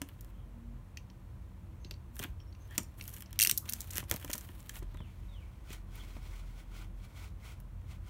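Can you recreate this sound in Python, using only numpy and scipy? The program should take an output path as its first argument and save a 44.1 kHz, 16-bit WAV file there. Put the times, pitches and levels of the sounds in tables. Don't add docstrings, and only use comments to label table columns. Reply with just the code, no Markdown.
import sys
import numpy as np
from scipy import signal
from scipy.fft import rfft, irfft, next_fast_len
from scipy.io import wavfile

SR = 44100
rng = np.random.default_rng(int(sys.argv[2]) if len(sys.argv) > 2 else 0)


def attenuation_scalar(level_db):
    decades = np.asarray(level_db, float) / 20
    return 10 ** decades


def transcribe(u):
    v = np.clip(np.atleast_2d(u).T, -1, 1)
    q = np.round(v * 32767).astype(np.int16)
    wavfile.write(sys.argv[1], SR, q)


N = 356769


# (time [s], shell peak level [dB], favoured ring [Hz])
KNIFE_CLICKS = [(0.9715, -34.5, 2760), (1.0994, -48, 2190), (1.8462, -40.5, 4500), (1.8636, -61, 2720),
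                (1.9099, -30.5, 3900), (1.9386, -49, 4360), (2.4013, -50.5, 3220), (2.5243, -53, 4390),
                (2.549, -53, 2560), (3.0105, -32.5, 2750), (3.259, -47.5, 6070), (3.3905, -16, 5470),
                (3.3992, -16.5, 2750), (3.409, -17, 5880), (3.4179, -14, 2700), (3.4268, -13, 6990),
                (3.4357, -15, 6050), (3.4487, -16.5, 2724), (3.472, -15.5, 5800), (3.4959, -17.5, 5900),
                (3.512, -16, 6400), (3.69, -30.5, 2300)]
# (frequency [Hz], relative level [dB], T60 [s])
SHELL_MODES = [(2200, -17.5, 0.017), (2755, -1.5, .016), (3180, -3, 0.021), (3900, -5, 0.003),
               (4540, 3.5, 0.0086), (5280, -0.5, 0.0046), (5500, -3.5, 0.01), (5800, 0.5, 0.016),
               (6290, -10, .007), (6400, -15, 0.0077)]
# (frequency [Hz], gain on the tick [dB], T60 [s])
BLADE_MODES = [(8900, -16.5, .005), (9500, -15, .005), (11600, -12.5, .004), (13300, -10, .006),
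               (14700, -11.5, .004)]
TICK_DB, TICK_PER_DB = -13.5, 1.84
RATTLE_MS, RATTLE_MS_PER_DB = 0.59, -0.04


def knife():
    out = np.zeros(N)
    rattles = clusters(len(KNIFE_CLICKS), spiky_db=3.5)
    strengths = rng.normal(0, 2.0, (len(KNIFE_CLICKS), len(SHELL_MODES)))
    for (s, shell_db, centre_hz), rattle, own_db in zip(KNIFE_CLICKS, rattles, strengths):
        harder_db = shell_db + 16
        blow = rattle * fade(RATTLE_MS + RATTLE_MS_PER_DB * harder_db)
        rung = 0
        for (hz, db, t60), chance_db in zip(SHELL_MODES, own_db):
            mode_db = db + chance_db + favour(hz, centre_hz, lift_db=13.0)
            rung = rung + attenuation_scalar(mode_db) * rms_one(ring(blow, hz, t60))
        shell = band(rung + attenuation_scalar(3.0) * rms_one(blow), 1800, 7000)
        add(out, s, band(shell, 1800, 16500), shell_db)

        tick = band(blow, 7000, 16500)
        blade = sum(attenuation_scalar(db) * ring(tick, hz, t60) for hz, db, t60 in BLADE_MODES)
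        add(out, s, tick + blade, TICK_DB + TICK_PER_DB * harder_db)
    return out


# (start [s], end [s], frequency [Hz], level at the middle [dB])
SQUEAKS_AND_RASPS = [(0.324, .47, 3170, -76.5), (1.79, 1.923, 6330, -73.5), (2.39, 2.438, 5500, -71),
                     (2.46, 2.513, 5470, -76), (2.583, 2.68, 6270, -73), (2.693, 2.772, 1810, -59),
                     (2.677, 2.774, 3220, -66), (2.78, 2.87, 5550, -68), (3.608, 3.7, 1190, -63),
                     (5.987, 6.028, 3280, -57)]


def squeaks_and_rasps():
    out, t, white = np.zeros(N), np.arange(N) / SR, rng.standard_normal(N)
    for start, end, hz, db in SQUEAKS_AND_RASPS:
        swell = np.sin(np.pi * np.clip((t - start) / (end - start), 0, 1))
        once = ring(white, hz, .006)
        out += attenuation_scalar(db) * swell * rms_one(ring(once, hz, .006))
    return out


# (time [s], peak level of the bright part [dB], card-coloured low part relative to it [dB], brightness [Hz])
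TIMED_SNAPS = [(0.0165, -24, -4.5, 5950), (0.0882, -39.5, -5.5, 15500), (0.2092, -34.5, -36, 14500),
               (0.2466, -43.5, -11, 8640), (2.156, -41, -22, 14800), (2.166, -35, -15, 15100),
               (2.1924, -22.5, -14, 5900), (2.1965, -25.5, -7.5, 11600), (2.2268, -28, -12, 12800),
               (2.2284, -30, -3, 4310), (2.2377, -25, -6, 12200), (2.2426, -36.5, 7.5, 6380),
               (2.7087, -44, -12, 5940), (2.7272, -54, -8, 5990), (2.7444, -56, -12, 5970),
               (2.7548, -43, -1, 6580), (2.7795, -13, -11.5, 5800), (2.8325, -34.5, -31, 14700),
               (2.9964, -46, 3, 15200), (3.0244, -35, -21, 12400), (3.04, -35, -28, 12800),
               (3.0779, -28.5, -34, 13600), (3.0924, -35, -30, 14500), (3.115, -40, -26, 14900),
               (3.1384, -34, -30, 14100), (3.1647, -32, -10, 11100), (3.1714, -44, -10, 11400),
               (3.2055, -32.5, -11, 13300), (3.2222, -30.5, -11.5, 11700), (3.307, -43.5, -10, 15400),
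               (3.329, -35, -8.5, 8280), (3.3587, -47.5, -3, 9310), (3.5759, -14, -36, 13800),
               (3.6556, -38, -9, 6330), (3.6949, -19, -21, 15700), (3.7237, -23.5, -17, 8610),
               (3.7346, -16.5, -20.5, 9150), (3.806, -23, -31, 8100), (3.8162, -27, -28, 6990),
               (3.906, -28.5, -22, 6410), (3.9345, -27, -19, 6480), (3.956, -23, -17, 4120),
               (3.9657, -30.5, -10, 12300), (3.9711, -18.5, -12.5, 13400), (3.9814, -12, -13.5, 12000),
               (4.0024, -33.5, -2, 6060), (4.0372, -39, -6, 5730), (4.0978, -27, -28, 15100),
               (4.1128, -9, -11.5, 9700), (4.1224, -25, -7, 8270), (4.14, -25, -16, 9430),
               (4.162, -23, -21, 12100), (4.2247, -42, 1, 5750), (4.2463, -30, -7, 9290),
               (4.2782, -35, -8, 5710), (4.3008, -27.5, -4.5, 9010), (4.3141, -27, -13, 8020),
               (4.3314, -17.5, -14.5, 5620), (4.3404, -39, -26, 14700), (4.353, -25, -19, 14700),
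               (4.3799, -22.5, -31, 15400), (4.385, -36, -23, 9840), (4.4097, -36.5, -12, 6640),
               (4.4518, -56, -15, 13400), (4.4887, -43.5, 1, 4470), (4.6044, -39, -21, 4000),
               (4.6941, -26.5, -7, 5660), (4.756, -33, -8, 6540), (4.764, -46, -7, 15200),
               (4.776, -50, -11, 9390), (4.7884, -43, -14.5, 7170), (4.8269, -46.5, -7.5, 4230),
               (4.9434, -48, -3, 7160), (4.9714, -47.5, -2, 6150), (5.704, -37.5, -4.5, 4010),
               (5.7289, -33.5, -7, 5690), (5.9553, -39, -14.5, 12500), (7.6011, -42, -18.5, 15100),
               (7.8156, -58, -4, 4430)]
# (frequency [Hz], level relative to the low part [dB], T60 [s])
FLAP_MODES = [(1894, -8.5, 0.0048), (3300, -3.5, 0.0035)]
SNAP_MS, SNAP_SPREAD = .5, .25
SHORTER_PER_DB = .025
EVEN_HZ, TILT_DB_PER_OCTAVE = 8600, 9


def snaps_and_ticks():
    snaps = list(TIMED_SNAPS) + random_snaps()
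    out, cracks = np.zeros(N), clusters(len(snaps), spiky_db=10.5)
    above_db = np.array(snaps)[:, 1] + 30
    chance = SNAP_SPREAD * rng.standard_normal(len(snaps))
    lengths_ms = SNAP_MS * np.exp(chance - SHORTER_PER_DB * above_db)
    for (s, db, low_db, bright_hz), crack, ms in zip(snaps, cracks, lengths_ms):
        low = rms_one(band(crack * fade(3.85 * ms), 1500, 4000))
        flap = sum(attenuation_scalar(g) * rms_one(ring(low, hz, t60)) for hz, g, t60 in FLAP_MODES)
        add(out, s, low + flap, db + low_db)

        tilt_db = TILT_DB_PER_OCTAVE * np.log2(bright_hz / EVEN_HZ)
        burst = crack * fade(ms)
        add(out, s, band(burst, 5300, 10490), db - max(tilt_db, 0))
        add(out, s, band(burst, 9040, 15000), db + min(tilt_db, 0))
    return out


RANDOM_SNAPS = 45
SNAP_OVER_RUSTLE_DB = 8.5
RANDOM_LOW_DB = -6.5


def random_snaps():
    crinkle, draw = rubbing()[0], rng.random((RANDOM_SNAPS, 4))
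    busy = np.cumsum(np.sqrt(crinkle))
    i = np.searchsorted(busy, draw[:, 0] * busy[-1])
    db = 20 * np.log10(crinkle[i] + 1e-9) + SNAP_OVER_RUSTLE_DB + 12 * draw[:, 1]
    low_db = RANDOM_LOW_DB + 16 * (draw[:, 2] - .5)
    bright_hz = EVEN_HZ * 2 ** (1.4 * (draw[:, 3] - .5))
    return list(zip(i / SR, db, low_db, bright_hz))


def rustle():
    sizes = attenuation_scalar(12.0 * np.minimum(rng.exponential(1, N), 4)) * rng.choice([-1, 1], N)
    per_second = 900 * attenuation_scalar(5.0 * drift(25))
    crackle = sizes * (rng.random(N) < per_second / SR)
    hiss = rng.standard_normal(N) * attenuation_scalar(2.5 * drift(36))
    grain = hiss + attenuation_scalar(-3.5) * rms_one(crackle)
    scuff = rms_one(band(grain, 330, 4200))
    crinkle = rms_one(band(grain, 7700, 19845))
    crinkle_gain, scuff_gain = rubbing()
    return scuff_gain * scuff + crinkle_gain * crinkle


# (start [s], hold [s], film crinkle level [dB], card scuff relative to it [dB])
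RUSTLE_BURSTS = [(0.073, .23, -73, -2.5), (2.149, .025, -61.5, -7), (2.189, .015, -55, -12),
                 (2.223, .028, -53.5, 2.5), (2.261, .04, -71.5, -3), (2.599, 0.35, -75.5, 1),
                 (2.71, .06, -63.5, 0), (2.987, .22, -57, -7.5), (3.269, 0.11, -77, 8),
                 (3.459, .05, -44, -15), (3.546, .03, -59, -20), (3.659, .23, -58.5, -3),
                 (3.931, .07, -47.5, -4), (4.098, .07, -54.5, 0), (4.2, .25, -59, -4), (4.45, .27, -63, -3),
                 (4.741, .04, -52, -3), (4.82, .13, -76, 6), (4.96, .4, -82, 0.1)]
RUB_RISE_DB_PER_S, RUB_FALL_DB_PER_S = 902, 999.5


def rubbing():
    crinkle_gain, scuff_gain = np.zeros(N), np.zeros(N)
    for start, hold, db, scuff_db in RUSTLE_BURSTS:
        gain = attenuation_scalar(stroke_db(start, hold, db, RUB_RISE_DB_PER_S, RUB_FALL_DB_PER_S))
        crinkle_gain += gain
        scuff_gain += gain * attenuation_scalar(scuff_db)
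    return crinkle_gain, scuff_gain


# (time [s], peak level [dB], favoured ring [Hz], lift of the upper modes [dB])
BOX_KNOCKS = [(0.015, -30, 273, -4), (1.85, -45.5, 143, -24), (1.91, -43, 184, -23),
              (2.198, -34.5, 312, -3), (2.227, -42, 159, 1), (2.248, -35, 145, -4),
              (2.781, -28.5, 190, -3.5), (2.8, -37, 231, -8), (3.476, -39, 234, -11),
              (3.52, -38.5, 229, -16), (3.723, -50, 234, -1), (3.956, -38, 178, -9),
              (3.979, -35.5, 251, -7), (4.027, -38.5, 145, 0), (4.112, -29.5, 614, -1),
              (4.124, -34, 540, -2), (4.142, -31.5, 236, 1), (4.245, -35, 270, 1), (4.296, -35.5, 336, 12),
              (4.348, -37.5, 234, 6.5), (4.49, -43, 336, 0), (4.823, -36.5, 143, -8.5),
              (4.945, -38, 143, -2.5), (5.003, -32, 227.6, -7.5), (5.702, -41, 218, -25),
              (6.165, -37, 227, 0)]
# (frequency [Hz], relative level [dB], T60 [s])
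BOX_MODES = [(149, -5.5, 0.15), (184, -6, 0.049), (227, -2.5, 0.047), (280.7, -3.5, 0.087),
             (335, 2.5, 0.028), (365.7, -2.5, 0.078), (483, -10, 0.09), (620, 2.5, 0.013),
             (800, -1.5, 0.0075), (965, 1.5, 0.023), (1243, -5.5, 0.03), (1538, -20.5, 0.012),
             (1950, -4.5, 0.005)]


def box_knocks():
    out, pushes = np.zeros(N), rng.standard_normal((len(BOX_KNOCKS), 4400))
    strengths = rng.normal(0, 2.5, (len(BOX_KNOCKS), len(BOX_MODES)))
    for (s, peak_db, centre_hz, upper_db), push, own_db in zip(BOX_KNOCKS, pushes, strengths):
        blow = push * fade(3.28, size=4400)
        rung = 0
        for (hz, db, t60), chance_db in zip(BOX_MODES, own_db):
            mode_db = db + chance_db + favour(hz, centre_hz, lift_db=12.5) + upper_db * (hz > 450)
            rung = rung + attenuation_scalar(mode_db) * rms_one(ring(blow, hz, t60))
        add(out, s, rung, peak_db)
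    return out


# (start [s], hold [s], gain [dB])
TRAY_PULLS = [(5.07, .55, -72), (5.706, 0.039, -53.5), (5.947, 0.099, -58.5), (6.03, .15, -62),
              (6.24, .16, -60), (6.42, .15, -66.5), (6.577, .03, -61), (6.99, .17, -69),
              (6.747, 0.075, -57), (7.046, .005, -59.5), (7.177, 0.074, -56), (7.455, 0.059, -56.5),
              (7.916, 0.0048, -58.5), (8.085, .005, -60)]
# (frequency [Hz], relative density [dB per Hz])
CARD_SPECTRUM = [(240, -11), (400, -1), (553, -12), (626, -3), (1380, -5), (1760, -7.5), (2250, 4),
                 (2840, -3.5), (3260, -2), (14400, -14.5), (16000, -9)]
# (frequency [Hz], typical gain [dB], T60 [s])
SLEEVE_MODES = [(1510, -14, 0.026), (2120, -13, 0.0044), (3400, -17.5, 0.004), (5220, -28.5, 0.0055)]
PULL_RISE_DB_PER_S, PULL_FALL_DB_PER_S = 271, 310


def sliding_tray():
    hiss = coloured(rng.standard_normal(N), CARD_SPECTRUM) * attenuation_scalar(1.34 * drift(49))
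    hollow = sum(attenuation_scalar(db + 4.0 * drift(15)) * rms_one(ring(hiss, hz, t60)) for hz, db, t60 in SLEEVE_MODES)
    pulls_db = [stroke_db(*pull, PULL_RISE_DB_PER_S, PULL_FALL_DB_PER_S) for pull in TRAY_PULLS]
    return attenuation_scalar(np.max(pulls_db, axis=0)) * (hiss + hollow)


# (time [s], call level before flutter [dB])
BIRD_CALLS = [(4.955, -69.5), (5.3, -68)]
# (time after its start [s], frequency [Hz], relative level [dB])
CALL_SHAPE = [(0, 3780, -6), (.03, 3560, -1), (.06, 3110, 0), (.095, 2720, -6), (.12, 2370, -2),
              (.14, 2200, -6), (.165, 1950, -18)]


def bird():
    calls = np.zeros(N)
    for s, db in BIRD_CALLS:
        rows = [(s + after, hz, db + shape_db) for after, hz, shape_db in CALL_SHAPE]
        calls += inside(rows) * tone(*in_time(rows))
    calls = calls * attenuation_scalar(4.5 * drift(70))
    return calls + attenuation_scalar(-1.5) * room(calls, .28)


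SWELL_RISE_DB_PER_S, SWELL_FALL_DB_PER_S = 150, 178

# (start [s], hold [s], frequency [Hz], level before wavering [dB])
MOTOR_SWELLS = [(0.219, 0.52, 45.97, -50), (4.813, .06, 41.3, -40.5), (4.95, 0.39, 44.9, -49.5),
                (5.72, 1.33, 42.66, -44.5)]


def motor():
    hum = np.zeros(N)
    for start, hold, hz, db in MOTOR_SWELLS:
        level_db = stroke_db(start, hold, db, SWELL_RISE_DB_PER_S, SWELL_FALL_DB_PER_S)
        hum += tone(np.full(N, hz), level_db)
    return hum * attenuation_scalar(1.3 * drift(2.5))


# (start [s], hold [s], level [dB])
TONE_SWELLS = [(0.575, 0.16, -55), (1.745, 0.016, -62), (2.127, 0.016, -61.5), (3.728, 0.045, -58.5)]
TONE_HZ = 233


def low_tone():
    swells_db = [stroke_db(*swell, SWELL_RISE_DB_PER_S, SWELL_FALL_DB_PER_S) for swell in TONE_SWELLS]
    return tone(np.full(N, TONE_HZ), np.max(swells_db, axis=0))


# (frequency [Hz], relative density [dB per Hz])
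AIR_SPECTRUM = [(18, -41.5), (30, 1), (90, -10.5), (156, -20.5), (231, -21), (264, -29.5), (325, -29.5),
                (412, -34), (521, -34), (814, -39), (1030, -36), (1690, -44), (1830, -43.5), (4960, -56),
                (15700, -57.5)]
# (time [s], gain on the low part of the air [dB])
RUMBLE_GAIN = [(0.0, -67), (0.45, -63), (0.75, -53.5), (1.7, -48.5), (2.45, -52), (3.05, -56), (3.6, -63),
               (4.0, -48), (4.7, -58), (5.6, -50.5), (6.0, -59.5), (7.0, -55), (8.09, -46.5)]
# (frequency [Hz], relative level [dB], T60 [s])
AIR_MODES = [(93.14, -9, 0.92), (130.2, -9.5, 0.23), (195.4, -14.5, 0.18), (341, -22.5, .2),
             (1054, -27.5, 0.018)]
AIR_DB = -47.5


def air_and_rumble():
    air = coloured(rng.standard_normal(N), AIR_SPECTRUM)
    low = signal.sosfilt(signal.butter(2, 220, fs=SR, output="sos"), air)
    modes = sum(attenuation_scalar(db) * rms_one(ring(air, hz, t60)) for hz, db, t60 in AIR_MODES)
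    steady = attenuation_scalar(AIR_DB) * (air - low + modes)
    rumble = attenuation_scalar(in_time(RUMBLE_GAIN)[0]) * low
    return steady + rumble


def room(x, t60):
    t = np.arange(SR // 2) / SR
    tail = rng.standard_normal(len(t)) * attenuation_scalar(-60 * t / t60) * (t > .003)
    tail = signal.lfilter([1, .3], [1], tail)
    return signal.fftconvolve(x, tail / np.sqrt(np.sum(tail ** 2)))[:N]


def clusters(count, spiky_db, size=2200):
    draw = rng.random((count, 2 * size))
    heights = attenuation_scalar(-spiky_db * np.log(1 - .995 * draw[:, :size]))
    return heights * np.sign(draw[:, size:] - .5)


def fade(length_ms, size=2200):
    t = np.arange(size) / SR * 1000 / max(length_ms, .1)
    return (1 - np.exp(-1.8 * t)) * (np.exp(-t) + attenuation_scalar(-25) * np.exp(-t / 9.4))


def ring(clicks, hz, t60):
    r, w = attenuation_scalar(-60 / (t60 * SR)), 2 * np.pi * hz / SR
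    return signal.lfilter([0, np.sin(w)], [1, -2 * r * np.cos(w), r * r], clicks)


def favour(hz, centre_hz, lift_db):
    return lift_db * np.exp(-(np.log2(hz / centre_hz) / 0.18) ** 2)


def stroke_db(start, hold, db, rise, fall):
    t = np.arange(N) / SR
    return db - rise * np.maximum(start - t, 0) - fall * np.maximum(t - start - hold, 0)


def tone(hz, level_db):
    return np.sqrt(2) * attenuation_scalar(level_db) * np.sin(2 * np.pi * np.cumsum(hz) / SR)


def drift(rate):
    r = np.exp(-2 * np.pi * rate / SR)
    return rms_one(signal.lfilter([1], [1, -2 * r, r * r], rng.standard_normal(N + SR))[SR:])


def coloured(white, spectrum):
    size = next_fast_len(N)
    hz = np.maximum(np.arange(size // 2 + 1) * SR / size, 1)
    points = np.array(spectrum)
    shape = attenuation_scalar(np.interp(np.log(hz), np.log(points[:, 0]), points[:, 1], left=-90))
    return rms_one(irfft(rfft(white, size) * shape, size)[:N])


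def band(x, low_hz, high_hz):
    return signal.sosfilt(signal.butter(2, [low_hz, high_hz], "band", fs=SR, output="sos"), x)


def rms_one(x):
    return x / np.sqrt(np.mean(x ** 2) + 1e-20)


def in_time(rows):
    s, *columns = np.transpose(rows)
    return [np.interp(np.arange(N) / SR, s, c) for c in columns]


def inside(rows):
    t = np.arange(N) / SR
    return np.clip(np.minimum(t - rows[0][0], rows[-1][0] - t) / .02 + 1, 0, 1)


def add(out, s, sound, peak_db):
    i = round(s * SR)
    out[i:i + len(sound)] += (attenuation_scalar(peak_db) * sound / np.abs(sound).max())[:N - i]


ROOM_T60_S, ROOM_DB = 0.2, -16


def scene():
    hands = knife() + squeaks_and_rasps() + snaps_and_ticks() + rustle() + box_knocks() + sliding_tray()
    background = bird() + motor() + low_tone() + air_and_rumble()
    return (hands + attenuation_scalar(ROOM_DB) * room(hands, ROOM_T60_S) + background)[None]


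def roll_off(x):
    return signal.sosfilt(signal.butter(12, 17000, fs=SR, output="sos"), x)


# (frequency [Hz], width [Hz], share of the band removed [0..1])
MICROPHONE_DIPS = [(4870, 890, 0.25), (10450, 910, 0.31)]
LOW_CUT_HZ, TOP_CUT_HZ = 33, 15950


def record(dry):
    for hz, width_hz, share in MICROPHONE_DIPS:
        dry = dry - share * band(dry, hz - width_hz / 2, hz + width_hz / 2)
    dry = signal.sosfilt(signal.cheby2(6, 30, LOW_CUT_HZ, "high", fs=SR, output="sos"), dry)
    mix = signal.sosfilt(signal.cheby2(12, 20, TOP_CUT_HZ, fs=SR, output="sos"), dry)
    return roll_off(mix)


dry = scene()
out = record(dry)
transcribe(out)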